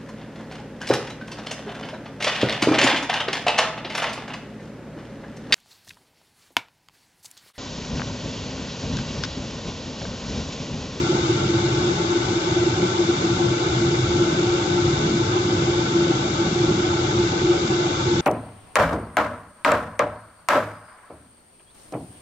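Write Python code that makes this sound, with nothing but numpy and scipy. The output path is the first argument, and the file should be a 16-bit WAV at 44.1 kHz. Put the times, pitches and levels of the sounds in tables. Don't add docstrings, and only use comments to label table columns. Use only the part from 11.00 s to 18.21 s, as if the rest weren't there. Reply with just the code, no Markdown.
import sys
import numpy as np
from scipy import signal
from scipy.fft import rfft, irfft, next_fast_len
from scipy.io import wavfile
from scipy.ndimage import uniform_filter1d

SR = 44100
rng = np.random.default_rng(int(sys.argv[2]) if len(sys.argv) > 2 else 0)


def natural_amplitude(level_db):
    exponent = np.asarray(level_db, float) / 20
    return 10 ** exponent


def generate_wav(signal):
    frames = np.transpose(np.atleast_2d(signal))
    scaled = np.clip(frames, -1, 1) * 32767
    pcm = np.round(scaled).astype(np.int16)
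    wavfile.write(sys.argv[1], SR, pcm)


N = 317948
T = np.arange(N) / SR


def evened(x):
    return x / np.sqrt(np.mean(abs(x) ** 2) + 1e-20)


def column(rows, at, order=1):
    rows = np.transpose(rows)
    return np.interp(at, rows[0], rows[order])


def read(points, hz):
    f, db = np.transpose(points)
    return np.interp(np.log(hz + 1), np.log(f + 1), db, -120, -120)


def shaped(x, gain):
    size = next_fast_len(N)
    hz = np.fft.rfftfreq(size, 1 / SR)
    return irfft(rfft(x, size) * gain(hz), size)[:N]


def drift(per_s):
    return evened(shaped(rng.standard_normal(N), lambda hz: np.exp(-(hz / per_s) ** 2)))


def levelled(x, span_s):
    size = max(round(span_s * SR), 8)
    power = uniform_filter1d(uniform_filter1d(x ** 2, size), size)
    return evened(x / np.sqrt(abs(power) + 1e-12))


def gate(above, per_s, ramp_s):
    is_open = 1. * (drift(per_s) > above)
    return uniform_filter1d(is_open, max(round(ramp_s * SR), 2))


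def swells(rows, calm_db):
    total = natural_amplitude(calm_db)
    for centre, length, db in rows:
        total = total + natural_amplitude(db) * np.cos(np.pi * np.clip((T - centre) / length, -.5, .5))
    return total


# f/Hz, level/dB [dB per Hz]
AIR_COLOUR = [(380, -0.3), (480, -4.6), (700, -8.3), (1000, -13.0), (1500, -9.1), (2000, -13.8),
              (2600, -18.1), (3100, -14.1), (3740, -13.6), (3800, -10.8), (6500, -12.8), (7400, -15.5),
              (7900, -25.3), (8300, -42.2)]
# f/Hz, width/Hz, level/dB [over the stream]
STANDING_WAVES = [(418, 36, 0.9), (539, 67, -1.1), (604, 29, 6.7), (648, 25, 0.6), (763, 50, 8.9),
                  (871, 93, 10.6), (950, 38, 8.8), (1010, 79, 11.0), (1108, 93, 7.6), (1236, 62, 6.5),
                  (1366, 37, 7.2), (1508, 159, 0.2), (1726, 159, 4.1), (1946, 28, -1.1), (2019, 18, 3.7),
                  (2120, 52, 1.4), (2237, 159, 4.4), (2370, 51, 6.1), (2490, 83, 4.3), (2705, 80, 6.5),
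                  (2801, 51, 2.4), (3066, 44, -3.3), (3246, 20, -0.1), (3302, 18, -1.3), (3406, 57, 2.2),
                  (3682, 40, 1.9), (3793, 50, 0.8), (3899, 129, -0.6), (4017, 43, 0.1), (4206, 62, -4.2)]
RUSH_DB = -26
SHAFT_HZ = 22.31
RIPPLE_DB, RIPPLE_HZ = 1.3, 14


def rush():
    def colour(hz):
        rings = sum(natural_amplitude(2 * db) / (1 + (2 * (hz - f) / width) ** 2) ** 2
                    for f, width, db in STANDING_WAVES)
        skirt = natural_amplitude(read([(275, -5), (300, 4), (330, 11.0), (365, 3.0), (374, 11), (379, 1.5)], hz))
        ripple = np.interp(hz / RIPPLE_HZ, np.arange(2000), rng.standard_normal(2000))
        stream = natural_amplitude(read(AIR_COLOUR, hz) + RIPPLE_DB * ripple)
        return stream * np.sqrt(1 + rings) + skirt

    air = shaped(rng.standard_normal(N), colour)
    above_drone = shaped(air, lambda hz: hz > 500)
    gusts_db = 0.13 * drift(per_s=4.5)
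    rotor_db = 0.19 * np.cos(2 * np.pi * 3 * SHAFT_HZ * T)
    return natural_amplitude(RUSH_DB + gusts_db + rotor_db) * air / np.std(above_drone)


# f/Hz, level/dB [dB per Hz]
RUMBLE_COLOUR = [(12, -42), (30, -25), (60, -14.5), (72, -10.5), (80, -9.5), (97, -3.5), (108, -4.5),
                 (125, 1), (150, -3.5), (165, -2.5), (200, -6.5), (225, -8), (270, -10), (300, -9.5)]
# t/s [centre], length/s, level/dB [rise]
DEEP_GUSTS = [(0.03, 0.1, -30), (0.31, 0.41, -32.5), (0.6, 0.49, -30.5), (0.83, 0.3, -35.5),
              (1.28, 0.13, -37), (1.69, 0.45, -33.7), (2.34, 0.092, -27), (2.49, 0.09, -25.5),
              (2.77, 0.3, -29.7), (3.01, 0.45, -31.3), (3.07, 0.1, -26.5), (3.19, 0.1, -35),
              (3.5, 0.15, -31.8), (3.89, 0.1, -31), (3.89, 0.45, -32), (4.27, 0.35, -32),
              (4.65, 0.51, -32.9), (5.21, 0.52, -39), (5.66, 0.18, -30.0), (5.89, 0.28, -38),
              (6.15, 0.38, -31.5), (6.43, 0.1, -32), (6.73, 0.1, -35), (7.13, 0.51, -34)]
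# t/s [centre], length/s, level/dB [rise]
UPPER_GUSTS = [(0.06, 0.45, -35.3), (0.5, 0.37, -36), (0.93, 0.45, -37.2), (1.32, 0.073, -32.5),
               (1.62, 0.42, -44), (1.83, 0.11, -30), (2.07, 0.089, -34), (2.31, 0.55, -35),
               (2.43, 0.066, -34.2), (2.85, 0.24, -33), (3.28, 0.45, -32.5), (3.79, 0.34, -37),
               (4.07, 0.32, -29), (4.14, 0.08, -33), (4.56, 0.27, -32), (5.0, 0.5, -32.1),
               (5.27, 0.099, -34), (5.48, 0.17, -30), (5.7, 0.069, -32), (5.73, 0.51, -34.3),
               (6.23, 0.3, -37.2), (6.42, 0.08, -34), (6.68, 0.1, -29), (7.15, 0.18, -32)]
DEEP_CALM_DB, UPPER_CALM_DB = -32.5, -34


def rumble():
    deep = shaped(rng.standard_normal(N), lambda hz: natural_amplitude(read(RUMBLE_COLOUR, hz)) * (hz < 150))
    upper = shaped(rng.standard_normal(N), lambda hz: natural_amplitude(read(RUMBLE_COLOUR, hz)) * (hz > 150))
    deep = swells(DEEP_GUSTS, DEEP_CALM_DB) * levelled(deep, span_s=0.16)
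    upper = swells(UPPER_GUSTS, UPPER_CALM_DB) * levelled(upper, span_s=0.17)
    return deep + upper


# t/s [centre], length/s, level/dB [rise]
BLADE_GUSTS = [(0.07, 0.43, -26), (0.31, 0.057, -21.5), (0.56, 0.34, -25.5), (0.9, 0.4, -29),
               (1.13, 0.11, -22), (1.32, 0.47, -31.5), (1.59, 0.2, -22), (1.81, 0.11, -22),
               (1.92, 0.4, -39.5), (2.01, 0.051, -20), (2.1, 0.06, -21.5), (2.43, 0.47, -28.5),
               (2.44, 0.049, -21), (2.88, 0.32, -26), (3.2, 0.24, -21.5), (3.49, 0.31, -22),
               (3.81, 0.32, -22.5), (4.13, 0.28, -27.5), (4.36, 0.25, -28), (4.53, 0.067, -20),
               (4.76, 0.26, -23.5), (4.97, 0.044, -19.5), (5.06, 0.32, -22.5), (5.41, 0.064, -22.5),
               (5.65, 0.15, -24), (5.9, 0.45, -31), (6.2, 0.14, -22), (6.49, 0.16, -17), (6.79, 0.38, -28),
               (7.14, 0.16, -23.5)]
DRONE_CALM_DB = -30.5
BLADE_HZ, WAVER_HZ, WAVERS_PER_S = 347.7, 3.4, 6
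THROBS_PER_S = 19.5
DUCT_EDGE_HZ = 380


def drone():
    eddies = drift(per_s=15.7) + 1j * drift(per_s=15.3)
    stall = 2 * np.pi * np.cumsum(THROBS_PER_S * (1 + 0.031 * drift(per_s=1.4))) / SR
    throb = 1 + 0.45 * np.cos(stall) + 0.091 * np.cos(2 * stall + 0.86)
    turns = np.cumsum(BLADE_HZ + WAVER_HZ * drift(WAVERS_PER_S)) / SR
    blades = (1.25 + 0.64 * eddies) * np.exp(2j * np.pi * turns)
    tone = blades.real * throb
    surging = swells(BLADE_GUSTS, DRONE_CALM_DB) * levelled(tone, span_s=0.077)
    return shaped(surging, lambda hz: 1 / np.sqrt(1 + (hz / DUCT_EDGE_HZ) ** 80))


def scene():
    field = rush() + rumble() + drone()
    return np.array([field, field])


MONO_HZ, PRESENCE_HZ, TREBLE_HZ, AIR_HZ = 330, 3755, 4620, 7600
LEAD_S = 61 / 44100
# f/Hz, phase swing/rad, level/dB [loss on the right], steadiness/0-1
BAND_SEAMS = [(490, .3, 2.5, .7), (632, .5, 2, .2), (700, .8, 1.5, .03), (795, .8, 1.5, .15),
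              (912, .7, 2, .6), (1112, .9, 3.6, .58), (1305, .85, 2.5, .58), (1590, .75, 3.3, .82),
              (2010, .12, 0, .96), (2500, .6, 3, .88), (2875, .6, 2.6, .86), (3360, 0, 0, .99)]
# f/Hz, phase offset/rad, level/dB [right side], steadiness/0-1
BAND_STEERING = [(330, 3.4, 0, 1), (375, 3.05, -.5, .9), (470, .9, 0, .9), (540, .5, -1.2, .86),
                 (610, -.9, -1.6, .8), (680, -.1, -2.8, .4), (770, .3, -2.6, .5), (850, .5, -1.3, .86),
                 (1000, .3, .5, .96), (1780, .15, 1.2, .97), (2050, .08, -.8, .97), (2700, .15, 1, .97),
                 (3000, .25, -.3, .96), (3130, .15, 5.3, .985)]


def steered_middle(x):
    hz, _, z = signal.stft(x, SR, nperseg=2048, noverlap=1792)
    place = np.interp(hz, np.transpose(BAND_SEAMS)[0], np.arange(len(BAND_SEAMS)))
    seam = np.cos(np.pi * place) ** 4 * (hz > 480)
    step = column(BAND_SEAMS, hz) * np.sin(2 * np.pi * place)
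    phase = (2 * np.pi * hz * LEAD_S + column(BAND_STEERING, hz) + step) * (hz > MONO_HZ)
    level = natural_amplitude(column(BAND_STEERING, hz, order=2) - seam * column(BAND_SEAMS, hz, order=2))
    seam_steady = 1 - seam * (1 - column(BAND_SEAMS, hz, order=3))
    steady = np.minimum(column(BAND_STEERING, hz, order=3), seam_steady)[:, None]
    a, b = rng.standard_normal((z.shape[1], len(hz), 2)).T
    wander = uniform_filter1d(uniform_filter1d(a, 7, 0), 5, 1)
    hunt = evened(wander + .3j * uniform_filter1d(b, 7, 0))
    steering = (level * np.exp(1j * phase) * (hz < PRESENCE_HZ))[:, None]
    z = z * steering * (steady + np.sqrt(1 - steady ** 2) * hunt)
    return signal.istft(z, SR, nperseg=2048, noverlap=1792)[1][:N]


TREBLE_OPEN_ABOVE, PRESENCE_SHUT_ABOVE = -.25, 1.35


def steered_treble(x):
    presence = shaped(x, lambda hz: np.exp(1.85j) * (hz > PRESENCE_HZ) * (hz < TREBLE_HZ))
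    stray = np.roll(presence, SR)
    treble = shaped(x, lambda hz: (hz > TREBLE_HZ) * (hz < AIR_HZ))
    air = shaped(x, lambda hz: hz > AIR_HZ)
    leak = (1 + .7 * drift(per_s=12)) * presence + natural_amplitude(1 + 3 * drift(per_s=6)) * stray
    leak = natural_amplitude(-24.5) * leak * (1 - gate(PRESENCE_SHUT_ABOVE, per_s=9, ramp_s=.012))
    flips = np.tanh(2.5 * drift(per_s=16)) * gate(TREBLE_OPEN_ABOVE, per_s=10, ramp_s=.02)
    rare = np.maximum(drift(per_s=14) - 1.1, 0)
    return leak + flips * (natural_amplitude(-24) * treble + natural_amplitude(-19) * rare * air)


def band_limit(x):
    return signal.sosfilt(signal.butter(12, 8340, fs=SR, output="sos"), x)


def record(dry):
    right = steered_middle(dry[1]) + steered_treble(dry[1])
    return band_limit(np.array([dry[0], right]))


dry = scene()
out = record(dry)
generate_wav(out)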